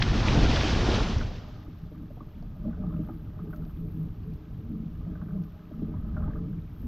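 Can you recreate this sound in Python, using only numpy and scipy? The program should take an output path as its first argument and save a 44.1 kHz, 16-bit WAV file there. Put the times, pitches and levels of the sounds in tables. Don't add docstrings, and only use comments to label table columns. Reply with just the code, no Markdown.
import sys
import numpy as np
from scipy.fft import rfft, irfft, next_fast_len
from scipy.io import wavfile
from scipy.ndimage import map_coordinates

SR = 44100
rng = np.random.default_rng(int(sys.argv[2]) if len(sys.argv) > 2 else 0)


def unload_audio(sound):
    columns = np.transpose(np.atleast_2d(sound))
    steps = np.round(np.clip(columns, -1, 1) * 32767)
    wavfile.write(sys.argv[1], SR, steps.astype(np.int16))


N = 302967
TIME = np.arange(N) / SR


def amp(db):
    return 10 ** (np.asarray(db) / 20)


def unit(x):
    return x / np.sqrt(np.mean(x ** 2) + 1e-20)


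def curves(rows):
    times, *columns = np.transpose(rows)
    return [np.interp(TIME, times, column) for column in columns]


def wobble(rate):
    return map_coordinates(rng.standard_normal(int(N * rate / SR) + 4), [TIME * rate])


def swell(at, length):
    return np.exp(-2 * ((TIME - at) / length) ** 2)


def swells(rows, rest_db, stretch=1):
    power = sum((amp(db) * swell(at, stretch * length)) ** 2 for at, db, length in rows)
    return np.sqrt(amp(rest_db) ** 2 + power)


def filtered(x, response):
    size = x.shape[-1]
    padded = next_fast_len(size + SR // 2)
    return irfft(rfft(x, padded) * response(np.fft.rfftfreq(padded, 1 / SR)), padded)[..., :size]


def lowpass(x, edge_hz, order):
    return filtered(x, lambda f: 1 / (1 + (f / edge_hz) ** order))


def coloured(x, eq):
    hz, db = np.transpose(eq)
    return unit(filtered(x, lambda f: amp(np.interp(np.log(f + 1), np.log(hz), db))))


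def ring(x, modes, edge_hz):
    def response(f):
        body = sum((-1) ** k * amp(db) * 1j * f * width / (hz * hz - f * f + 1j * f * width)
                   for k, (hz, width, db) in enumerate(modes))
        return body / (1 + 1j * np.sqrt(2) * f / edge_hz - (f / edge_hz) ** 2) ** 2
    return filtered(x, response)


def bubble(t, hz, cycles, rise):
    age = t * hz / cycles
    tone = np.sin(2 * np.pi * hz * t * (1 + rise * age / 2))
    return tone * np.exp(-np.log(100) * age) * (1 - np.exp(-2 * t * hz))


def bubbles(count, hz, spread, cycles, scatter_db, samples):
    when, pitch_a, pitch_b, rarity = np.hsplit(rng.random((count, 4)), 4)
    pitch = hz * np.exp(spread * (pitch_a + pitch_b - 1))
    strength = amp(-scatter_db * np.log(np.maximum(rarity, np.exp(-4))))
    waves = strength * bubble(np.arange(samples) / SR, pitch, cycles, rise=0.17)
    at = (when * N).astype(int) + np.arange(samples)
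    return unit(np.bincount(at.ravel(), waves.ravel(), N)[:N])


def add(track, at, sound):
    part = track[max(round(at * SR), 0):][:len(sound)]
    part += sound[:len(part)]


# (time [s], roar level [dB], spray level [dB])
RAPID_LEVELS = [(0.05, -33.5, -39), (0.28, -30.5, -36), (0.36, -27, -36), (0.57, -30, -32.5),
                (0.8, -30.5, -36), (0.97, -29.5, -35)]
# (frequency [Hz], gain [dB])
ROAR_EQ = [(80, -33), (160, 0.5), (220, 4), (380, -3.5), (550, -7.5), (700, -6), (900, -6.5), (1500, -12.5),
           (2500, -22), (6000, -62)]
# (frequency [Hz], gain [dB])
SPRAY_EQ = [(400, -39), (1200, 0.5), (2000, -2.5), (3300, -1), (5400, -4.5), (6300, -9.5), (7350, -20.5),
            (8700, -33.5), (11000, -43.5), (15000, -64.5)]

def whitewater(leave_s=0.97, roar_fade_db_per_s=48.5, spray_fade_db_per_s=50.5):
    roar_db, spray_db = curves(RAPID_LEVELS)
    gone_s = np.maximum(TIME - leave_s, 0)
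    tumble = rng.standard_normal(N)
    tumble += 0.27 * bubbles(count=5000, hz=659, spread=1.2, cycles=12.1, scatter_db=3, samples=900)
    foam = rng.standard_normal(N)
    foam += 0.38 * bubbles(count=7000, hz=3204, spread=1, cycles=14, scatter_db=1, samples=250)
    roar = amp(roar_db - roar_fade_db_per_s * gone_s + 0.66 * wobble(25)) * coloured(tumble, ROAR_EQ)
    lingering_fizz = amp(-29.5 - 23 * gone_s)
    spray_fade = np.hypot(amp(-spray_fade_db_per_s * gone_s), lingering_fizz)
    spray = spray_fade * amp(spray_db + 1.25 * wobble(33.62)) * coloured(foam, SPRAY_EQ)
    return roar + spray


# (time [s], level [dB])
GUST_LEVELS = [(0.04, -21), (1.2, -26.5), (1.31, -35), (1.39, -34.5), (1.49, -42.5), (2.42, -44),
               (2.47, -37.5), (4.34, -37), (4.49, -46), (4.55, -38.5), (5.54, -41), (5.58, -51),
               (6.01, -31.5), (6.58, -35), (6.7, -43.5), (6.87, -33.5)]
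# (frequency [Hz], gain [dB])
BUFFET_EQ = [(10, -22.5), (25, -1.5), (65, -2.5), (100, -4), (150, -8.5), (250, -23.5), (450, -32.5),
             (1000, -53.5), (3000, -92)]

def wind():
    gust_db, = curves(GUST_LEVELS)
    lumps = amp(1.6 * wobble(14))
    return amp(gust_db) * unit(lumps * coloured(rng.standard_normal(N), BUFFET_EQ))


# (frequency [Hz], gain [dB])
RIVER_EQ = [(100, 3.5), (450, -6.5), (750, 2), (1300, -2), (2000, -9), (3200, -10.5), (4200, -15),
            (6000, -20), (8000, -32), (10000, -70.5)]

def open_river():
    ripples = rng.standard_normal(N)
    ripples += 0.19 * bubbles(count=900, hz=3020, spread=0.8, cycles=19, scatter_db=3, samples=400)
    return amp(-64 + 0.38 * wobble(7)) * coloured(ripples, RIVER_EQ)


def air():
    eq = [(150, -10), (700, -1), (2500, -0.5), (6000, 0.5), (7600, -2.5), (9000, -16.5)]
    return amp(-92.5) * coloured(rng.standard_normal((2, N)), eq)


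def stereo_widening(peak_s=1.27, peak_db=-56.5, rise_db_per_s=14.5, fall_db_per_s=25.5):
    since_s = TIME - peak_s
    level_db = peak_db + np.minimum(rise_db_per_s * since_s, -fall_db_per_s * since_s)
    bright_eq = [(300, -31), (1500, -23.5), (6500, -2), (8500, -9), (11000, -37)]
    deep_eq = [(40, -9), (250, -11), (600, -14), (1500, -20.5), (5000, -28.5), (8000, -48), (11000, -70)]
    bright = coloured(rng.standard_normal(N), bright_eq)
    deep = coloured(rng.standard_normal(N), deep_eq)
    crossfade = np.interp(TIME, [1.08, 1.2], [0, 1])
    return amp(level_db) * ((1 - crossfade) * bright + crossfade * deep) * np.array([[1], [-1]])


# (time [s], level [dB], ring pitch [Hz])
DROP_HITS = [(0.0203, -12, 1800), (.0240, -8, 3250), (.284, -12.5, 2220), (0.561, -16, 3360),
             (.610, -15, 2340), (1.183, -28, 5330), (2.425, -52, 4470), (3.560, -49.5, 12350),
             (3.651, -51, 3500), (4.336, -52.5, 13250), (5.437, -51.5, 4580)]

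def drops():
    track = np.zeros(N)
    t = np.maximum(np.arange(-SR // 200, SR // 40) / SR, 0)
    lead_in_s = np.sum(t == 0) / SR
    for at, db, hz in DROP_HITS:
        crack = rng.standard_normal(len(t)) * amp(-60 * t / 0.031) * (1 - np.exp(-t / 0.00028))
        tick = bubble(t, hz, cycles=8.8, rise=0.04) + 0.5 * crack
        add(track, at - lead_in_s, amp(db) * lowpass(tick, 1.73 * hz, order=10))
    coarse = lowpass(track, 6800, order=16)
    fine = track - lowpass(track, 11300, order=30)
    return np.array([coarse + fine, coarse])


# (frequency [Hz], bandwidth [Hz], gain [dB])
HULL_MODES = [(163, 10, 3.5), (212, 44, -7), (242.8, 22.4, -5), (306.9, 19.8, -6), (432.7, 25.4, -10.5),
              (610.4, 7.3, -19.5)]
# (time [s], level before trim [dB], pocket pitch [Hz], length [s])
HULL_SURGES = [(0.367, -26, 205, 0.087), (.41, -28, 287, 0.11), (2, -41.5, 302.6, 0.074),
               (2.207, -49, 159.4, 0.1), (2.43, -42, 166.4, 0.083), (2.682, -28.5, 212, 0.052),
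               (2.84, -30.5, 181.7, 0.1), (3.01, -34, 167.2, 0.11), (3.117, -40, 305, 0.091),
               (3.466, -33.5, 163, 0.094), (3.615, -33.5, 163.7, 0.062), (3.845, -33, 168.5, 0.075),
               (4.015, -34, 161.2, 0.1), (4.296, -37, 163.3, 0.089), (4.774, -33.5, 221.6, 0.18),
               (5.108, -33.5, 164.9, 0.12), (5.353, -31.5, 197, 0.11), (5.853, -31.5, 222, 0.12),
               (6.155, -36.5, 215, 0.28), (6.42, -32, 167.7, 0.22), (6.854, -31.5, 235.5, 0.03)]

def churn(trim_db=-4.5):
    surges = [(at, db + trim_db, length) for at, db, _, length in HULL_SURGES]
    gurgle = bubbles(count=700, hz=231.2, spread=0.91, cycles=8.5, scatter_db=1, samples=2600)
    gurgle += 4 * rng.standard_normal(N)
    return swells(surges, rest_db=-47.5, stretch=1.31) * unit(ring(gurgle, HULL_MODES, edge_hz=810))


def pocket_booms(trim_db=-5.5):
    track = np.zeros(N)
    wandering_time = np.cumsum(np.exp(0.05 * wobble(45))) / SR
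    for at, db, hz, length in HULL_SURGES:
        tone = np.sqrt(2) * np.sin(2 * np.pi * (hz * wandering_time + rng.random()))
        track += amp(db) * swell(at, length) * tone
    return track * amp(trim_db + 2 * wobble(70))


# (time [s], level [dB], length before stretch [s])
MIST_PUFFS = [(.62, -67.5, 0.057), (3.1, -68.5, 0.29), (3.55, -60.5, 0.068), (3.8, -67.5, 0.58),
              (5.4, -70, .25), (6.82, -65, 0.14)]
# (frequency [Hz], gain [dB])
MIST_EQ = [(9000, -53.5), (10800, -34.5), (11300, -19), (11900, -4.5), (12400, -2.5), (13200, -4.5),
           (14400, -23), (15600, -14.5)]

def mist():
    fizz = rng.standard_normal(N)
    fizz += 0.5 * bubbles(count=2500, hz=12500, spread=0.2, cycles=7, scatter_db=3, samples=60)
    gain = swells(MIST_PUFFS, rest_db=-72.5, stretch=0.92) * amp(0.8 * wobble(30))
    return gain * coloured(fizz, MIST_EQ) * np.array([[1], [0]])


# (frequency [Hz], bandwidth [Hz], gain [dB])
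DECK_MODES = [(608.7, 21, 10), (730, 33, -5.5), (814, 22, -0.5), (1026, 22, -2.5), (1192, 100, 0),
              (1291, 54, 2.5), (1534, 150, -5)]
# (time [s], level [dB], trapped air pitch [Hz], thump relative to level [dB])
WAVE_SLAPS = [(1.208, -25.5, 1300, -9), (1.678, -37, 325, 0), (1.916, -38, 420, -6),
              (2.104, -41.5, 600, -9), (2.169, -39, 720, -5), (2.205, -35.5, 1095, 1.5),
              (2.425, -41, 723, -5), (2.652, -35.5, 600, 4), (2.678, -39.5, 606, 1),
              (2.729, -44.5, 1430, -3), (2.834, -38, 760, -4), (2.938, -42.5, 1290, 11.5),
              (2.990, -32, 436, 5), (3.087, -33, 810, -4), (3.096, -37, 1220, 8.5), (3.39, -38.5, 1255, -1),
              (3.53, -36, 1385, -4.5), (3.62, -44.5, 1340, 0), (5.065, -42.5, 630, 5),
              (5.153, -43.5, 1480, -4), (5.215, -35.5, 1310, 6.5), (5.712, -43, 627, 10),
              (5.819, -31.5, 430, 5.5), (5.936, -41, 1000, 4), (6.167, -32.5, 1350, -1.5),
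              (6.222, -38, 1290, -9), (6.277, -37.5, 900, 8), (6.356, -40.5, 1350, 2)]

def slaps(decay_s=0.063, plop_db=-6, rattle_db=-12):
    track, t = np.zeros(N), np.arange(SR // 5) / SR
    normalised = lambda x: x / np.abs(x).max()
    for at, db, hz, thump_db in WAVE_SLAPS:
        burst = rng.standard_normal(len(t)) * amp(-60 * t / decay_s)
        wet = lowpass(burst, 1.21 * hz, order=6)
        plop = normalised(ring(wet, [(hz, 0.098 * hz, 0)], edge_hz=3300))
        plop += 0.43 * bubble(t, hz, cycles=14, rise=0.093)
        rattle = normalised(ring(wet, DECK_MODES, edge_hz=2300))
        knock = bubble(t, 260 * np.exp(0.13 * rng.standard_normal()), cycles=4, rise=0.067)
        thump = normalised(ring(knock, HULL_MODES, edge_hz=1300))
        add(track, at, amp(db) * (amp(plop_db) * plop + amp(rattle_db) * rattle + amp(thump_db) * thump))
    return track


# (time [s], level [dB], length [s])
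DECK_SHOWERS = [(1.5, -57, 0.2), (2.86, -55.5, 0.35), (3.5, -61.5, 0.32), (5.23, -56, 0.29),
                (5.92, -60.5, 0.46), (6.26, -48.5, 0.17)]

def showers():
    patter = bubbles(count=1600, hz=1100, spread=0.86, cycles=9.8, scatter_db=3.5, samples=700)
    patter += 2.2 * rng.standard_normal(N)
    return swells(DECK_SHOWERS, rest_db=-66) * unit(ring(patter, DECK_MODES, edge_hz=2360))


def scene():
    beds = whitewater() + wind() + open_river() + air() + stereo_widening()
    return beds + drops() + churn() + pocket_booms() + mist() + slaps() + showers()


def record(dry, top_hz=15720):
    return filtered(dry, lambda hz: hz < top_hz)


dry = scene()
out = record(dry)
unload_audio(out)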